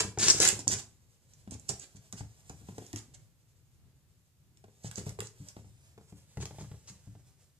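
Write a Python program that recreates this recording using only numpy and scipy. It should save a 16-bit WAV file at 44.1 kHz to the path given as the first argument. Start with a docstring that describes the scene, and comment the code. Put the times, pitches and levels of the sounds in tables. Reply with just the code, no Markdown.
"""Cat skittering in a tiled hallway

A cat skitters on the tiled floor of a narrow hallway, pounces about, then trots away.
Soft pads thud as short, low tones and set the hallway booming; claws crack and ring on the tiles.
Sliding paws scratch in tiny stick-slip jerks, the coat rustles, and a quiet house rumbles behind.
A camera close by hears it through two small ports, each with its own treble resonance."""
import sys
import numpy as np
from scipy import signal
from scipy.fft import rfft, irfft, next_fast_len
from scipy.io import wavfile
from scipy.ndimage import map_coordinates

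SR = 44100
rng = np.random.default_rng(int(sys.argv[2]) if len(sys.argv) > 2 else 0)


def pcm_store(signal):
    """Save signal as 16-bit PCM."""
    levels = np.round(np.clip(np.atleast_2d(signal), -1, 1) * 32767)
    wavfile.write(sys.argv[1], SR, levels.astype(np.int16).T)


N = 334719  # length [samples]

# pads landing: (time [s], relative thud level [dB], relative slap level [dB], thud pitch [Hz])
PAD_LANDINGS = [(0.006, -31, -32, 356), (0.047, -28, -44, 191), (0.174, -30, -38, 128),
                (0.263, -32.5, -48, 148), (0.344, -33, -41, 129), (0.398, -29, -28.5, 331),
                (0.526, -31.5, -41, 190), (0.589, -34.5, -49, 288), (0.671, -27, -38.5, 257),
                (0.726, -30, -61, 190), (1.474, -36.5, -51.5, 199), (1.518, -33, -48, 240),
                (1.695, -35.5, -40, 128), (1.948, -43, -61.5, 155), (2.132, -36, -50.5, 202),
                (2.206, -32.5, -45.5, 128), (2.498, -38.5, -48, 153), (2.614, -44, -64, 199),
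                (2.686, -36, -49.5, 190), (2.78, -36, -44, 277), (2.935, -29, -47, 279),
                (4.64, -46.5, -53.5, 201), (4.844, -31, -49, 164), (4.978, -31, -44.5, 191),
                (5.064, -29, -44.5, 143), (5.188, -30.5, -41.5, 450), (5.401, -37, -67, 130),
                (5.565, -38, -49, 191), (5.643, -45.5, -64.5, 133.6), (5.977, -46, -51.5, 164),
                (6.123, -40, -60, 172.3), (6.371, -30, -42, 126), (6.425, -36.5, -42.5, 135),
                (6.508, -40.5, -49.5, 142), (6.584, -38, -45, 132), (6.609, -34.5, -47, 135),
                (6.714, -35.5, -50, 132), (6.9, -44, -77, 132.5), (7.071, -38, -62.5, 132),
                (7.151, -42.5, -59, 132)]
# where the cat is: (time [s], offset [0 straight ahead to 1 far off to one side])
CAT_PATH = [(0, 0.43), (.2, .1), (.45, .3), (.48, 0.81), (.72, 0.83), (1.7, 0.92), (2.5, 0.779), (3, .9),
            (5.6, .85), (6.3, 0.23), (7.5, 0.078)]

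# a flat, heavy landing thuds low and puts more of its weight into the hallway's boom
FLAT_HZ, FLAT_BOOM_DB, FLAT_FALLOFF = 132, 5.5, 8.2


def landings():
    """Paws land in pairs: a softer second paw follows each landing after a short, varying gap."""
    gap_s, gap_scatter_s = 0.032, 0.007
    second_thud_db, second_slap_db = -8.5, -10
    gaps = rng.normal(gap_s, gap_scatter_s, len(PAD_LANDINGS))
    steps = list(PAD_LANDINGS)
    for (s, thud, slap, hz), gap in zip(PAD_LANDINGS, gaps):
        steps.append((s + gap, thud + second_thud_db, slap + second_slap_db, hz))
    return steps


def flatness(thud_hz):
    """About 1 for a flat landing with a low thud, near 0 for a landing on the toes."""
    return (FLAT_HZ / thud_hz) ** FLAT_FALLOFF


def knock(t, hz, cycles):
    """A softly started tone that dies within a few cycles, like a well-damped bump."""
    soft_start = 1 - np.exp(-t * hz * 2)
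    return -np.sin(2 * np.pi * hz * t) * fade(t, cycles / hz) * soft_start


def paws(steps, thud_db=2.0, slap_db=7, pat_db=3.5, pat_t60=0.046):
    """Each pad gives a low thud, a higher slap and a brief pat of noise."""
    # colour of the pat: (frequency [Hz], level [dB])
    pat_tone = [(120, -16), (290, 3), (420, 14), (560, -0.5), (780, 3.5), (1100, -4.5), (1700, -9.5),
                (3500, -15), (9000, -23)]
    slap_centre_hz, slap_scatter = 680, 0.086
    out, t = np.zeros((2, N)), np.arange(SR // 12) / SR
    for s, thud, slap, thud_hz in steps:
        slap_hz = slap_centre_hz * np.exp(slap_scatter * rng.standard_normal())
        thud_level = thud + thud_db - FLAT_BOOM_DB / 2 * flatness(thud_hz)
        low_thud = amp(thud_level) * knock(t, thud_hz, cycles=7)
        high_slap = amp(slap + slap_db) * knock(t, slap_hz, cycles=7)
        pat = unit(coloured(rng.standard_normal(len(t)), pat_tone)) * fade(t, pat_t60)
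        add(out, s + 0.00066, low_thud + high_slap + amp(slap + pat_db) * pat)
    return out


def claws(crack_db=6, crack_t60=0.011, ring_db=5, ring_t60=0.013, ring_width=0.15):
    """A claw tip cracks on the tile and rings for an instant in a cluster of partials of its own."""
    # claw tips striking: (time [s], relative ring peak [dB], relative crack level [dB])
    strikes = [(0.186, -25, -51), (0.2826, -11.5, -23.5), (0.2998, -11, -43), (0.3049, -12.5, -44),
               (0.401, -12.5, -48), (0.4285, -33, -22), (0.4509, -16.5, -19.5), (0.4756, -16, -31.5),
               (0.4869, -15.5, -23), (0.5911, -33, -55), (0.6783, -14, -47), (1.335, -53.5, -71),
               (1.509, -40.5, -50), (1.5964, -44.5, -69), (1.6908, -25.5, -44), (1.7956, -41.5, -73),
               (2.1251, -40, -41.5), (2.4951, -43, -48), (2.7811, -46, -51), (2.8644, -49, -71),
               (2.9292, -41, -43), (2.9597, -35.5, -39), (4.5715, -63.5, -60.5), (4.64, -68, -66.5),
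               (4.9122, -50.5, -43), (4.9564, -35, -68), (4.9804, -38.5, -46), (5.0923, -50, -44),
               (5.1928, -44, -59), (5.2033, -40, -32.5), (5.2704, -38, -57), (5.4852, -39, -56),
               (6.3717, -48, -57), (6.4545, -45.5, -39)]
    # colour of the crack: (frequency [Hz], level [dB])
    crack_tone = [(500, -18), (1500, 5), (3500, -2), (7000, 3.5), (15000, -7)]
    ring_centre_hz = 6596
    out, t = np.zeros((2, N)), np.arange(SR // 40) / SR
    for s, ring_peak, crack in strikes:
        snap = unit(coloured(rng.standard_normal(len(t)), crack_tone)) * fade(t, crack_t60)
        partials = ring_centre_hz * np.exp(ring_width * rng.standard_normal((14, 1)))
        phases = rng.random((14, 1))  # in turns
        ring = np.sin(2 * np.pi * (partials * t + phases)).sum(0) * fade(t, ring_t60)
        ring *= amp(ring_peak + ring_db) / np.abs(ring).max()
        placed_ring = panned(ring, treble_pan(s))
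        placed_snap = panned(amp(crack + crack_db) * snap, treble_pan(s) / 2)
        add(out, s + 0.0008, placed_ring + placed_snap)
    return out


def slips(n, rate, spread_db):
    """Tiny contacts let go as impulses at random moments; a wider spread makes some much bigger."""
    extra = np.minimum(rng.exponential(size=n), 3)
    sizes = amp(spread_db * extra) * rng.choice([-1, 1], n)
    return unit(sizes * (rng.random(n) < rate / SR))


def slides(scratch_db=-4, rub_db=-10, smooth_share=0.35, judder_db=1.9):
    """Claws chatter over the grain of the tile while the pad rubs behind them, pressing unevenly."""
    # paws sliding: (time [s], length [s], relative level [dB])
    slide_events = [(0, 0.0071, -20), (0.187, 0.059, -28), (0.216, 0.098, -24.5), (0.329, 0.061, -35.5),
                    (.395, 0.07, -23), (0.443, 0.047, -25), (0.488, .03, -33), (0.594, 0.012, -43),
                    (0.673, 0.021, -37.5), (0.703, 0.036, -30), (0.767, 0.033, -43), (1.507, .036, -48.5),
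                    (1.683, .024, -38.5), (1.956, 0.014, -54), (1.791, 0.0526, -50.5), (2.16, 0.046, -51),
                    (2.957, 0.036, -47.5), (3.136, 0.015, -54.5), (4.831, 0.052, -49), (4.96, 0.038, -46),
                    (5.22, 0.048, -53), (6.399, 0.033, -44.5), (6.59, 0.034, -53), (6.871, 0.029, -47)]
    # colour of the claws' scratch: (frequency [Hz], level [dB])
    scratch_tone = [(500, -33), (1500, -25), (3000, -19.5), (4500, 1), (6900, 10), (10000, -1),
                    (15000, -18.5)]
    # colour of the pad's rub: (frequency [Hz], level [dB])
    rub_tone = [(120, -11.5), (280, 0), (400, 4), (500, -7), (750, 0.5), (1200, -4), (1600, 2),
                (1900, -0.5), (2400, 1), (4200, 2), (7000, -10.5), (15000, -14.5)]
    # a slide takes hold over a share of its length, then lets go
    grip_share, release_s = 0.18, 0.0024
    out, t = np.zeros((2, N)), np.arange(SR // 5) / SR
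    for s, length, db in slide_events:
        take_hold = 1 - np.exp(-t / (grip_share * length))
        let_go = np.exp(-np.maximum(t - length, 0) / release_s)
        pressure = amp(db + judder_db * wobble(len(t), 147.7)) * take_hold * let_go
        jerks = slips(len(t), rate=3200, spread_db=3.0)
        chatter = jerks + smooth_share * rng.standard_normal(len(t))
        scratch = amp(scratch_db) * unit(coloured(chatter, scratch_tone))
        rub = amp(rub_db) * unit(coloured(slips(len(t), rate=4000, spread_db=2), rub_tone))
        add(out, s, pressure * (panned(scratch, treble_pan(s + length / 2)) + rub))
    return out


def fur(fur_db=-2, flutter_db=3, pan_db=-1):
    """Thousands of tiny hair contacts a second make a soft rustle that swells and sinks."""
    # coat and legs brushing the floor: (time [s], relative level [dB])
    brushing = [(1.2, -72), (1.53, -67), (1.69, -59.5), (1.95, -69.5), (2.23, -67), (2.92, -56.5),
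                (3.2, -77), (4.52, -81), (4.88, -63.5), (5.08, -52), (5.23, -82.5), (5.46, -57),
                (5.67, -70.5), (6.38, -67), (6.53, -60), (6.74, -62.5), (7.24, -70.5), (7.5, -76.5)]
    # colour of the rustle: (frequency [Hz], level [dB])
    rustle_tone = [(200, -11), (500, 8.5), (1200, 0), (2500, 2.5), (4500, 3), (7000, 8.5), (10000, 5),
                   (14000, 3)]
    hairs = unit(coloured(slips(N, rate=4980, spread_db=0.0), rustle_tone))
    level = curve(brushing) + fur_db + flutter_db * wobble(N, 30)
    return panned(amp(level) * hairs, pan_db)


def treble_pan(s):
    """Left-right level [dB] at time s: the camera's body shades the far port."""
    ahead_db, shade_db = 8, 16.5  # level straight ahead; what it loses at full offset
    return ahead_db - shade_db * np.interp(s, *np.transpose(CAT_PATH))


def panned(sound, pan_db):
    """A sound shared between the ports; above 0 dB the left one is louder."""
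    return sound * amp([[pan_db / 2], [-pan_db / 2]])


def placed(pair):
    """Sound reaches the left port later the further the cat is off to one side."""
    full_lag_s = 0.0003  # at full offset
    lag = full_lag_s * SR * curve(CAT_PATH)
    return np.array([map_coordinates(pair[0], [np.arange(N) - lag]), pair[1]])


def booms(steps, boom_db=-16, rise_s=0.01, phase_spread=0.14):
    """Each main landing sets the hallway's air ringing, with the strengths and pitches varied at random."""
    # resonances of the air between the walls: (frequency [Hz], relative level [dB], 60 dB decay [s])
    hall_modes = [(58, -14.5, 0.33), (75.16, -6.5, 0.29), (98.1, -4, 0.18), (106, 2.5, .26),
                  (125.1, -2.5, 0.19), (143, -4.5, .2), (188.8, -5.5, .2), (289, -9.5, 0.18)]
    out, t = np.zeros((2, N)), np.arange(SR // 4) / SR
    hz, db, t60 = np.transpose(hall_modes)
    decays = fade(t, t60[:, None]) * (1 - np.exp(-t / rise_s))
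    for s, thud, _, thud_hz in steps:
        boom = thud + FLAT_BOOM_DB / 2 * flatness(thud_hz)
        strength = amp(db + rng.normal(0, 3, len(hz)))
        mode_hz = hz * (1 + rng.normal(0, 0.02, len(hz)))
        # slightly different phases at the two ports
        at_ports = strength * np.exp(1j * rng.normal(0, phase_spread, (2, len(hz))))
        ring = (at_ports @ (decays * np.exp(2j * np.pi * mode_hz[:, None] * t))).imag
        add(out, s + 0.00061, -amp(boom + boom_db) * ring / ring[:, :SR // 20].std())
    return out


def echoes(sound, build_s=0.0049, near_db=2, near_t60=0.046, count=40):
    """Quick scatter off the nearest wall and the hallway's tail, new for each stretch of time."""
    # how long the hallway rings: (frequency [Hz], 60 dB decay [s])
    hall_t60 = [(100, 0.58), (400, 0.41), (1500, 0.29), (7000, 0.26), (14000, 0.3)]
    n, step = SR // 4, N // count + 1
    hz, t, z = signal.stft(diffuse(count * n).reshape(2, count, n), SR, nperseg=256)
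    hallway = fade(t, along(hall_t60, hz)[:, None]) * (1 - np.exp(-t / build_s))
    near_wall = amp(near_db) * fade(t, near_t60)
    tails = signal.istft(z * (hallway + near_wall), SR, nperseg=256)[1]
    out = np.zeros((2, N))
    for k in range(count):
        tail = tails[:, k] / np.linalg.norm(tails[0, k])
        stretch = sound[None, k * step:(k + 1) * step]
        add(out, k * step / SR, signal.fftconvolve(stretch, tail, axes=1))
    return out


def house(rumble_db=-66, air_db=-83, waver_db=2.5):
    """The low, slightly wavering rumble of a quiet house, with a little air noise on top."""
    # colour of the rumble: (frequency [Hz], level [dB])
    rumble_tone = [(13, -61), (22, -22), (32, -13.5), (42, -7.5), (86, 0), (129, 1.5), (204, -13.5),
                   (306, -20.5), (367, -20), (694, -32), (890, -33), (3180, -37.5), (4460, -38.5),
                   (5000, -39), (6500, -63), (11000, -120)]
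    rumble = unit(filtered(diffuse(N), lambda hz: amp(along(rumble_tone, hz))))
    return amp(rumble_db + waver_db * wobble(N, 7)) * rumble + amp(air_db) * diffuse(N)


def diffuse(n):
    """Noise from all sides: more alike at both ports in the low range, unrelated in the treble."""
    # likeness of the two ports: (frequency [Hz], likeness [0 to 1])
    alike = [(100, 0.54), (300, 0.99), (700, 1), (1500, .6), (3000, 0.0074)]
    m = next_fast_len(n, True)
    turn = np.arccos(np.clip(along(alike, np.fft.rfftfreq(m, 1 / SR)), -1, 1)) / 2
    mid, side = irfft(rfft(rng.standard_normal((2, m))) * [np.cos(turn), np.sin(turn)], m)[:, :n]
    return np.array([mid + side, mid - side])


def amp(db):
    """Decibels to gain."""
    return 10 ** (np.asarray(db) / 20)


def unit(x):
    """x scaled to an rms of 1."""
    return x / np.sqrt(np.mean(x ** 2) + 1e-20)


def fade(t, t60):
    """A decay of 60 dB in t60 seconds."""
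    return np.exp(-np.log(1000) * t / t60)


def wobble(n, rate):
    """A smooth random curve with rate knots a second."""
    knots = rng.standard_normal(int(n * rate / SR) + 4)
    return map_coordinates(knots, [np.arange(n) * rate / SR])


def curve(points):
    """(time, value) points joined by straight lines, one value per sample."""
    return np.interp(np.arange(N) / SR, *np.transpose(points))


def along(points, hz):
    """(frequency, value) points read on a log frequency axis."""
    f, v = np.transpose(points)
    return np.interp(np.log(hz + 1), np.log(f + 1), v)


def filtered(x, response):
    """x with each frequency scaled by response(hz)."""
    m = next_fast_len(N + 8192, True)
    return irfft(rfft(x, m) * response(np.fft.rfftfreq(m, 1 / SR)), m)[..., :N]


def coloured(x, points, size=512):
    """x through a filter of this colour that never sounds ahead of its input (minimum phase)."""
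    cepstrum = irfft(np.log(amp(along(points, np.fft.rfftfreq(size, 1 / SR)))))
    # folding the cepstrum onto its first half gives the minimum phase
    cepstrum[1:size // 2] *= 2
    cepstrum[size // 2 + 1:] = 0
    impulse = irfft(np.exp(rfft(cepstrum)))
    m = next_fast_len(len(x) + size, True)
    return irfft(rfft(x, m) * rfft(impulse, m), m)[:len(x)]


def add(track, s, sound):
    """Mix a sound into the track at time s."""
    start = max(round(s * SR), 0)
    track[:, start:start + sound.shape[-1]] += sound[..., :N - start]


def scene(paw_wet_db=-7, claw_wet_db=-3, slide_wet_db=-1):
    """The cat, the hallway's answer and the quiet house around them."""
    pads = paws(landings())
    clicks = claws()
    scrapes = slides() + fur()
    send = amp(paw_wet_db) * pads + amp(claw_wet_db) * clicks + amp(slide_wet_db) * scrapes
    cat = placed(pads + clicks + scrapes)
    return cat + echoes(send.mean(0)) + booms(PAD_LANDINGS) + house()


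def record(dry, hiss_db=-76, low_cut_hz=42, top_hz=14700):
    """Port resonances, bass cut, amplifier hiss and the band limit."""
    # treble resonance of the left port: (frequency [Hz], level [dB])
    left_port = [(100, 3), (3000, 1), (5400, 3), (6300, -0.5), (7000, -0.5), (8200, -4), (10500, -5.5),
                 (12500, -11), (15000, -20.5)]
    # treble resonance of the right port: (frequency [Hz], level [dB])
    right_port = [(100, 1.12), (3000, 0.34), (5600, 0), (7000, 3.5), (7900, 4.5), (8900, 0), (10500, -1.5),
                  (12500, -3), (15000, -23)]
    heard = np.array([coloured(dry[0], left_port), coloured(dry[1], right_port)])
    bass_cut = signal.butter(2, low_cut_hz, "highpass", fs=SR, output="sos")
    heard = signal.sosfilt(bass_cut, heard)
    heard = heard + amp(hiss_db) * rng.standard_normal((2, N))
    return filtered(heard, lambda hz: hz < top_hz)


dry = scene()
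out = record(dry)
pcm_store(out)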